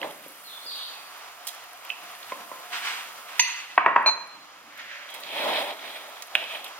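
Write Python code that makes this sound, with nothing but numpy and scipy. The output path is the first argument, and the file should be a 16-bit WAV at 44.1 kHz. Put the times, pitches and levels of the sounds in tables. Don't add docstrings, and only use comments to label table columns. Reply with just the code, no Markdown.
import sys
import numpy as np
from scipy import signal
from scipy.fft import rfft, irfft, next_fast_len
from scipy.io import wavfile

SR = 44100
rng = np.random.default_rng(int(sys.argv[2]) if len(sys.argv) > 2 else 0)


def invert_db(x):
    u = np.asarray(x, float) / 20
    return 10 ** u


def inscribe(sig):
    pcm = np.round(np.clip(np.atleast_2d(sig).T, -1, 1) * 32767)
    wavfile.write(sys.argv[1], SR, pcm.astype(np.int16))


N = 299439

# [f/Hz, density/dB per Hz]
AIR_COLOUR = [(35, -76), (60, -51), (91, -5), (219, -55.5), (278, -18), (353, -20), (617, -7.5), (695, -6),
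              (1340, -1.5), (1480, -6.5), (2540, -8.5), (7000, -18), (9100, -35.5), (15400, -120)]
CLOTH_COLOUR = [(120, -67), (200, -37), (275, -23), (504, -17.5), (563, -47), (693, -9), (1030, -1),
                (2810, 0), (9000, -20), (11700, -61), (19800, -120)]
CREAM_COLOUR = [(240, -72), (400, -66), (580, 0.5), (719, -23), (1220, -21), (1290, -3.5), (1940, 3),
                (7000, -20.5), (9100, -49), (15400, -120)]
FIZZ_COLOUR = [(4000, -6), (6500, -4.5), (10000, -0.5), (14000, 0), (15800, -3.5), (16100, -35.5)]
# [f/Hz, width/Hz, level/dB]
FOOT_BODY = [(206, 50, -17), (343, 270, -9), (606, 159, 3.5), (910, 440, -1.5)]
RIM_BODY = [(1510, 1550, -7.5), (1860, 560, 3), (2390, 390, 3), (3270, 400, 4), (3950, 490, 1),
            (5440, 560, -12)]
EDGE_BODY = [(2500, 230, 0), (3270, 280, 1)]
# [f/Hz, t60/s]
WALL_DECAY = [(150, 0.64), (1000, 0.71), (3000, 0.74), (8000, 0.46), (15000, 0.4)]
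# [f/Hz, likeness/0-1]
PORT_LIKENESS = [(60, .85), (130, .98), (260, .93), (520, .88), (1000, .7), (2400, .55), (6000, .4),
                 (9000, .35), (15000, .3)]
# [f/Hz, left lead/radians]
PORT_LEAD = [(0, -1), (2580, 0.9842), (3190, 0.87), (4740, 4.5), (5860, 4), (9130, 0.6), (16500, 1.5)]
# [f/Hz, left-right level/dB]
PORT_TILT = [(60, 0), (500, -.6), (1000, -1), (2000, -2.5), (4500, -1.5), (9000, -1), (15000, -.7)]

# [t/s, hold/s, level/dB]
DRONE_SWELLS = [(0, .1, -61), (1.1, 0.31, -53), (2.0, 1, -60), (5.8, 0.99, -65)]
# [t/s, hold/s, level/dB]
WEIGHT_SHIFTS = [(0, 0.33, -64.5), (.98, .01, -67), (2.04, .01, -66), (2.38, 0.025, -60), (2.7, 0.56, -74),
                 (3.95, 0.019, -53.5), (4.2, 0.69, -67), (5.46, 0.033, -47.5), (5.84, .02, -65)]
# [t/s, depth/dB]
GAIN_DUCKS = [
    (0, 11),
    (1.47, 1),
    (3.392, 12),
    (3.775, 15.5),
    (3.958, -4),
    (6.351, 1),
]
# [t/s, length/s, first top f/Hz, last top f/Hz, level/dB, share of the fall/0-1]
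TRILLS = [(0.444, 0.096, 4350, 4190, -43, .5), (0.475, .06, 3900, 3600, -44, .6),
          (0.535, .045, 3560, 3500, -40, .25), (.6, .06, 3500, 3650, -52, .25),
          (0.6, 0.066, 4200, 4680, -44, .1), (0.662, .24, 4880, 4850, -32, .95),
          (.72, .15, 4100, 3800, -38, .5), (.93, .05, 2700, 2500, -47, .4),
          (0.977, 0.097, 4750, 4560, -50, .15)]

# [t/s, hold/s, level/dB]
SLEEVE_STROKES = [(.07, 0.02, -49), (.242, 0.0091, -48.5), (1.49, .004, -48), (2.1, 0.082, -50.5),
                  (2.296, .004, -43.5), (2.732, 0.047, -31.5), (2.85, 0.11, -34), (3.29, 0.1, -43.5),
                  (3.48, 0.048, -36.5), (3.6, 0.12, -45.5)]
# [t/s, hold/s, level/dB]
CREAM_PULL = [
    (4.8, 0.23, -40.5),
]
# [t/s, hold/s, foot level/dB, rim level/dB]
BOWL_SLIDES = [(.045, 0.0051, -34.5, -45), (5.15, 0.0039, -49, -41.5), (5.24, 0.035, -50.5, -46),
               (5.33, 0.033, -40, -37.5), (5.39, 0.015, -35.5, -38), (5.435, 0.015, -33, -37),
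               (5.49, 0.013, -31.5, -35.5), (5.54, 0.024, -41, -37.5), (5.59, 0.033, -35, -33),
               (5.68, 0.0068, -38.5, -41.5), (5.786, 0.0062, -56, -53), (5.85, 0.12, -45.5, -41),
               (6.02, 0.19, -49.5, -49.5), (6.37, 0.06, -43, -43), (6.52, 0.04, -43, -40),
               (6.65, 0.02, -49, -52)]
# [t/s, hold/s, level/dB]
BLADE_SCRAPES = [
    (5.1, .03, -48),
    (5.29, .38, -40),
    (6.39, 0.044, -41.5),
    (6.505, 0.072, -41.5),
    (6.64, 0.029, -45.5),
]
# [t/s, hold/s, level/dB]
CRUST_FIZZ = [
    (0, 0.75, -47.5),
    (2.2, 0.96, -57),
]
# [t/s, hold/s, rate/dB over one a second]
BUBBLE_BURSTS = [
    (0, 0.32, 44),
    (2.05, .55, 31),
]
# [t/s, peak level/dB, left-right/dB, length/s, low end/dB]
BRISTLE_SMACKS = [(1.45, -46, 0, 0.022, -18), (1.4691, -22, -5, 0.018, -6), (1.4743, -31, -11, 0.03, -1),
                  (1.4834, -29.5, -5, 0.025, -3), (1.487, -41, -1, 0.02, -2), (1.503, -45, -3, 0.013, -15),
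                  (1.548, -40.5, 3, 0.0094, -8), (1.849, -30.5, -3, 0.0059, -32),
                  (1.891, -40, -1.5, 0.011, -21), (3.382, -42.5, -3, .03, -20),
                  (3.394, -28.5, -4, 0.022, -13), (4.775, -47, -1, 0.031, -3), (5.1, -46, -6, .03, -15),
                  (5.14, -38.5, -5.5, 0.034, -16), (5.199, -46, -3, 0.054, -20),
                  (6.222, -26, -7, 0.014, 25), (6.351, -31, -9, 0.014, -9), (6.643, -37.5, -5, 0.024, -29),
                  (6.678, -46, -4, .025, -4)]
# [t/s, peak level/dB, left-right/dB, room/dB, f/Hz]
SOFT_THUDS = [(0.014, -31, -1.5, 4.5, 580), (0.027, -31, -4, -8, 925), (0.044, -27.5, -2, -19, 597),
              (0.036, -35, 0, -6, 420), (0.058, -35, 0, -4, 500), (0.26, -36, 0, -4, 546),
              (.655, -45, -2, 2, 490), (2.319, -20, -1, -6.5, 1033), (2.514, -27, -3.5, -2.5, 1028),
              (2.53, -35, -2.0, -16, 1230)]
LIGHT_TICKS = [(0.0144, -23, -6, -21, 2650), (0.0283, -21.5, -11, -11, 1740), (0.1077, -34, -6, -16, 3200),
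               (1.4894, -28, -12, -12, 3270), (1.8487, -37, 1, -2, 2410), (2.228, -31.5, -5, -3, 3600),
               (2.1494, -35, -2, -11, 2800), (2.3201, -27.5, -7, -18, 2120), (3.755, -34, 3, -14, 4360),
               (5.0894, -34.5, -6, 7, 3320), (5.1472, -31, -9, -19, 2170), (5.2345, -25, -6, -3, 3830),
               (5.8394, -37, -8, 7, 1910), (6.4394, -29, -10, -7, 3150), (6.6428, -27, -7, -13, 3700),
               (6.661, -31, -5, -10, 3350)]

# [length/s, level/dB, left-right/dB, room/dB]
RIM_SONG = (.036, -15, 1.0, -12)
# [f/Hz, level/dB, t60/s]
HANDLE_MODES = [(962, -6.5, 0.043), (2020, 5, 0.021), (2320, -7, 0.036), (2500, -3, 0.027),
                (2617, 7.5, 0.02), (2850, 0.5, 0.035), (4200, -7, 0.037), (4460, -4, 0.043),
                (4654, -3.5, 0.04), (5910, -5.5, 0.038), (6322, -2, 0.11), (8950, -22, 0.06),
                (10480, -22, 0.06), (12900, -23, 0.05)]
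BASE_MODES = [(225, -28, 0.041), (470, -20, 0.013), (698, -13.5, 0.016), (974, -2, 0.031),
              (1070, 0.5, 0.022), (1207, -7, 0.03), (1523, -7.5, 0.026), (1904, -2, 0.019),
              (2220, -8.5, 0.018), (2555, -10, 0.017), (3500, -24, 0.0078)]
CHATTER_MODES = [(707, -12, 0.024), (893, -4.5, 0.023), (1033, 3, 0.019), (1190, -4, 0.011),
                 (1910, -9, 0.014), (2400, -1.5, 0.017)]
BELL_MODES = [(2370, 0, 0.07), (6310, -6, 0.22), (9000, -24, 0.13), (11700, -24, 0.1), (15070, -24, 0.11)]
BLADE_MODES = [(738, -11.5, 0.012), (1500, -5.5, 0.01), (2583, 6, 0.0089), (2770, -3, 0.015),
               (3260, -3, 0.013), (3400, -5, 0.0057)]
HOLLOW_MODES = [(600, -14, .025), (780, -5.5, 0.021), (950, -0.5, 0.026), (1090, -2.5, .025),
                (1510, -12, .015), (1920, -12, 0.017)]
LIP_MODES = [(2160, -15, 0.018), (2567, -2, 0.022), (2656, -12.5, 0.063), (3020, -4, 0.018),
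             (3340, -12, 0.012)]
# [t/s, peak level/dB, left-right/dB, room/dB]
HANDLE_DROP = [
    (3.3930, -2, -4, -4.5),
    (3.3962, -10, -4, -12),
    (3.499, -27, -5, -1),
]
BASE_ROCK = [
    (3.7765, -1, 0.94, -5),
    (3.7792, -9, 0.95, -12),
    (3.8605, -2, 0, -3.5),
    (3.8635, -9.5, 0, -8.5),
    (3.9595, -4.5, 0, -4.5),
    (3.9625, -6.5, 0, -6.5),
]
BASE_SETTLE = [
    (4.0598, -8, -0.71, -12.5),
    (4.0695, -15, -.8, -10),
    (4.0765, -13, -.8, -14),
    (4.082, -22, -.8, -10),
    (4.0865, -13.5, -.8, -9.5),
    (4.0925, -16.5, -0.74, -11.5),
]
BELL_PING = [
    (4.0605, -26, 0.0071, -5),
]
SPATULA_KNOCK = [
    (6.3512, -3, -6.5, -9),
    (6.3575, -14, -2, -15),
]
HOLLOW_WOBBLE = [(3.8745, -12, 0, -12), (3.8805, -16.5, 0, -12), (3.8855, -17, 0, -12),
                 (3.974, -13.5, -1, -8), (3.979, -16, -1, -8), (4.003, -21, 0, -8)]
LIP_RAP = [
    (1.892, -32, -5, -8),
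    (1.9003, -15.5, -8, -10),
    (1.9165, -29, -6, -8),
]


def unit(x):
    return x / np.sqrt(np.mean(x ** 2) + 1e-20)


def along(points, hz):
    f, v = np.transpose(points)
    return np.interp(np.log(hz + 1), np.log(f + 1), v)


def envelopes(rows, rise_db, fall_db):
    t = np.arange(0, N + 64, 64) / SR
    gains = 0
    for s, hold, *dbs in rows:
        rise = rise_db * np.clip(s - t, 0, None)
        fall = fall_db * np.clip(t - s - hold, 0, None)
        gains = gains + invert_db(np.array(dbs)[:, None] - rise - fall)
    return [np.interp(np.arange(N) / SR, t, g) for g in gains]


def drift(rate, size=N):
    knots = rng.standard_normal(int(np.ceil(size * rate / SR + 1)))
    return np.interp(np.arange(size) * rate / SR, np.arange(size * rate / SR + 1), knots)


def filtered(x, response):
    m = next_fast_len(x.shape[-1] + 4096)
    return irfft(rfft(x, m) * response(np.fft.rfftfreq(m, 1 / SR)), m)[..., :x.shape[-1]]


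def peaks(table):
    def response(f):
        total = 0
        for k, (centre, width, db) in enumerate(table):
            total = total + (-1) ** k * invert_db(db) * 1j * f * width / (centre * centre - f * f + 1j * f * width)
        return total
    return response


def drawn(table):
    return lambda hz: invert_db(along(table, hz))


def steep(table):
    return lambda hz: np.abs(peaks(table)(hz)) ** 1.13


def port_mix(pair, hz):
    turn = np.arccos(np.clip(along(PORT_LIKENESS, hz), -1, 1)) / 2
    mid, side = pair[0] * np.cos(turn), pair[1] * np.sin(turn)
    half = invert_db(along(PORT_TILT, hz) / 2) * np.exp(.5j * along(PORT_LEAD, hz))
    return np.array([(mid + side) * half, (mid - side) / half])


def rub(colour, grit_db, rate, patch_db=2.0):
    m = next_fast_len(N)
    hz = np.fft.rfftfreq(m, 1 / SR)
    grit = invert_db(grit_db * drift(rate) + patch_db * drift(25)) * rng.standard_normal((2, N))
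    return unit(irfft(port_mix(rfft(grit, m), hz) * colour(hz), m)[:, :N])


def placed(x, pan_db, room_db, count=150):
    hz, t = np.fft.rfftfreq(256, 1 / SR)[:, None], np.arange(count) * 128 / SR
    z = rng.standard_normal((2, len(hz), len(t), 2)) @ [1, 1j]
    decay = invert_db(-60 * t / along(WALL_DECAY, hz)) * np.clip(t / 0.0032, 0, 1)
    tail = signal.istft(port_mix(z, hz) * decay, nperseg=256)[1]
    m = next_fast_len(len(x) + tail.shape[1])
    side = np.array([[.5], [-.5]])
    lead = along(PORT_LEAD, np.fft.rfftfreq(m, 1 / SR))
    direct = invert_db(side * pan_db) * np.exp(0.7j * side * lead)
    walls = invert_db(room_db) * rfft(unit(tail), m) / np.sqrt(tail.shape[1])
    return irfft(rfft(x, m) * (direct + walls), m)


def add(mix, s, x):
    part = mix[:, round(s * SR):][:, :x.shape[1]]
    part += x[:, :part.shape[1]]


def strike(modes, crack_db, attack, crack_hz, crack_t60=0.011):
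    hz, db, t60 = np.transpose(modes)[..., None]
    t = np.arange(int(SR * (np.max(t60) + 0.018))) / SR
    level = db + rng.normal(0, 1.3, db.shape) - 60 * t / t60
    ring = np.sum(invert_db(level) * np.sin(2 * np.pi * hz * t), axis=0)
    band = signal.butter(3, [crack_hz / 2, crack_hz * 1.31], "band", fs=SR, output="sos")
    noise = unit(signal.sosfilt(band, rng.standard_normal(len(t))))
    crack = invert_db(crack_db - 60 * t / crack_t60) * noise
    x = (ring + crack) * (1 - np.exp(-t / attack)) ** 2
    return x / np.abs(x).max()


def duck_db():
    quick_s, slow_s, slow_share = 0.34, 1.27, 0.65
    t = np.arange(N) / SR
    gain_db = np.zeros(N)
    for s, db in GAIN_DUCKS:
        u = t - s
        quick = (1 - slow_share) * np.exp(-np.abs(u) / quick_s)
        slow = slow_share * np.exp(-np.abs(u) / slow_s)
        gain_db -= db * (u >= 0) * (quick + slow)
    return gain_db


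def room_tone():
    air_level = invert_db(-43 + 0.11 * drift(2.9))
    air = air_level * rub(drawn(AIR_COLOUR), grit_db=1.45, rate=22, patch_db=0.33)
    drone_level = invert_db(-63.5) + envelopes(DRONE_SWELLS, rise_db=61, fall_db=30)[0]
    drone = drone_level * rub(peaks([(716.0, 17, 0)]), grit_db=3.5, rate=5.7)
    hum = invert_db(-59.5 + 4 * drift(7)) * np.sin(2 * np.pi * 99 * np.arange(N) / SR + 1.3 * drift(12))
    rumble_level = invert_db(-102) + envelopes(WEIGHT_SHIFTS, rise_db=77, fall_db=88.5)[0]
    rumble = rumble_level * rub(peaks([(171, 56, -5), (302, 69, 0.5)]), grit_db=-1.5, rate=16)
    return invert_db(0.69 * duck_db()) * (air + drone) + hum + rumble


def bird():
    fall_start, fall_per_s, fall_most = 0.0297, 5.5, .45
    mix = np.zeros((2, N))
    for s, length, first_hz, last_hz, db, fall in TRILLS:
        t = np.arange(int(length * SR)) / SR
        note = np.cumsum(48 * (1 + 0.33 * drift(30, size=len(t)))) / SR % 1
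        depth = fall * np.clip(fall_start + fall_per_s * t, 0, fall_most)
        drop = depth * note * (1 + .3 * drift(40, size=len(t)))
        pitch = np.linspace(first_hz, last_hz, len(t)) * (1 - drop)
        level = invert_db(db - 40 * t) * np.sin(np.pi * note) ** 0.22 * (1 - .5 * note)
        call = level * np.sin(2 * np.pi * np.cumsum(pitch) / SR)
        add(mix, s, invert_db(-2.0) * placed(call, pan_db=-4.5, room_db=5))
    return mix


def seep():
    rate = 3.0 + envelopes(BUBBLE_BURSTS, rise_db=60, fall_db=120)[0]
    pops = (rng.random(N) < rate / SR) * invert_db(2.9 * rng.standard_normal(N))
    t = np.arange(120) / SR
    total = np.zeros(N)
    for hz, db in ((9500, -50), (10900, -46), (11700, -50), (12900, -45.5), (14000, -57)):
        pop = np.sin(2 * np.pi * hz * t) * np.sin(np.pi * t / t[-1]) ** 2
        chosen = pops * (rng.random(N) < .3)
        total += invert_db(db) * signal.fftconvolve(chosen, pop)[:N]
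    return total * invert_db(np.array([[-1.2], [0]]))


def smacks():
    mix, t = np.zeros((2, N)), np.arange(SR // 10) / SR
    for s, db, pan_db, length, low_db in BRISTLE_SMACKS:
        crackle = rng.standard_normal(len(t)) * invert_db(3.5 * drift(2000, size=len(t)))
        dull = peaks([(3900, 3000, low_db + 6)])
        colour = lambda hz: drawn(FIZZ_COLOUR)(hz) * (hz > 3000) + dull(hz)
        shape = invert_db(-30 * t / max(length, .003)) * (1 - np.exp(-t / 0.0005))
        burst = unit(filtered(crackle, colour)) * shape
        add(mix, s, invert_db(db - 0.5) * placed(burst, pan_db, room_db=-7, count=70))
    return mix


def strokes():
    foot, rim = envelopes(BOWL_SLIDES, rise_db=274, fall_db=174)
    sleeve, = envelopes(SLEEVE_STROKES, rise_db=595, fall_db=112)
    lift, = envelopes(CREAM_PULL, rise_db=156, fall_db=90)
    scrape, = envelopes(BLADE_SCRAPES, rise_db=400, fall_db=223)
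    steady = invert_db(-55) + envelopes(CRUST_FIZZ, rise_db=20, fall_db=31)[0]
    hiss = invert_db(duck_db()) * steady + invert_db(-22.5) * sleeve + invert_db(-16) * rim
    mix = sleeve * rub(drawn(CLOTH_COLOUR), grit_db=0.5, rate=430)
    mix += lift * rub(drawn(CREAM_COLOUR), grit_db=0.0, rate=210)
    mix += foot * rub(steep(FOOT_BODY), grit_db=1.0, rate=140)
    mix += rim * rub(steep(RIM_BODY), grit_db=1.5, rate=180)
    mix += scrape * rub(steep(EDGE_BODY), grit_db=3.0, rate=260, patch_db=1.5)
    mix += hiss * rub(drawn(FIZZ_COLOUR), grit_db=1.0, rate=390, patch_db=0.3)
    return mix


def taps():
    mix = np.zeros((2, N))
    # (ratio, level/dB)
    kinds = ((SOFT_THUDS, 0.025, [(.32, -9.5), (.55, -2), (1.9, -14), (3.1, -20)]),
             (LIGHT_TICKS, 0.011, [(.86, -7), (1.17, 0.5), (1.6, -33)]))
    for rows, t60, neighbours in kinds:
        for s, db, pan_db, room_db, hz in rows:
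            modes = [(hz, 0, t60)] + [(hz * ratio, level, 0.74 * t60) for ratio, level in neighbours]
            tap = strike(modes, crack_db=-8.5, attack=0.0016, crack_hz=1.36 * hz)
            add(mix, s, invert_db(db) * placed(tap, pan_db, room_db, count=70))
    return mix


def singing():
    length, db, pan_db, room_db = RIM_SONG
    t, mix = np.arange(SR // 2) / SR, np.zeros((2, N))
    held = invert_db(3.1 * drift(120, size=len(t)) - 90 * t - 3100 * np.clip(t - length, 0, None))
    choked = invert_db(-12 + 4 * drift(40, size=len(t)) - 60 * t / .45)
    left = choked * np.clip(t / length - .5, 0, 1)
    tone = (held + left) * (1 - np.exp(-t / .001)) * np.sin(2 * np.pi * 4128 * t)
    add(mix, 4.061, invert_db(db) * placed(tone, pan_db, room_db))
    return mix


def crockery():
    mix = np.zeros((2, N))
    # blows, modes, crack level/dB, attack/s, crack f/Hz, crack t60/s
    kinds = ((HANDLE_DROP, HANDLE_MODES, -2, .0008, 3900, .03),
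             (BASE_ROCK, BASE_MODES, 3, .0004, 1350, .013),
             (BASE_SETTLE, CHATTER_MODES, -4, .0006, 1200, .02),
             (BELL_PING, BELL_MODES, -15, .0012, 4000, .01),
             (SPATULA_KNOCK, BLADE_MODES, -3, .0005, 2900, .008),
             (HOLLOW_WOBBLE, HOLLOW_MODES, -6, .0006, 1300, .012),
             (LIP_RAP, LIP_MODES, -12, .0006, 3300, .008))
    for blows, modes, *contact in kinds:
        for s, db, pan_db, room_db in blows:
            blow = strike(modes, *contact)
            add(mix, s + 0.001003, invert_db(db) * placed(blow, pan_db, room_db))
    return mix


def scene():
    background = room_tone() + bird()
    wet = seep() + smacks()
    return background + wet + strokes() + taps() + singing() + crockery()


def top_cut(x):
    return signal.sosfilt(signal.butter(12, 16850, fs=SR, output="sos"), x)


def record(dry):
    soft = dry / (1 + np.abs(dry / 1.05) ** 6) ** (1 / 6)
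    cut = signal.sosfilt(signal.butter(6, 150, "high", fs=SR, output="sos"), soft)
    cut = signal.sosfilt(signal.butter(16, 16100, fs=SR, output="sos"), cut)
    low_pass = signal.butter(2, 70, fs=SR, output="sos")
    circuit = invert_db(-60.5) * signal.sosfilt(low_pass, rng.standard_normal(dry.shape))
    return top_cut(np.clip(circuit + cut, -1, 1))


dry = scene()
out = record(dry)
inscribe(out)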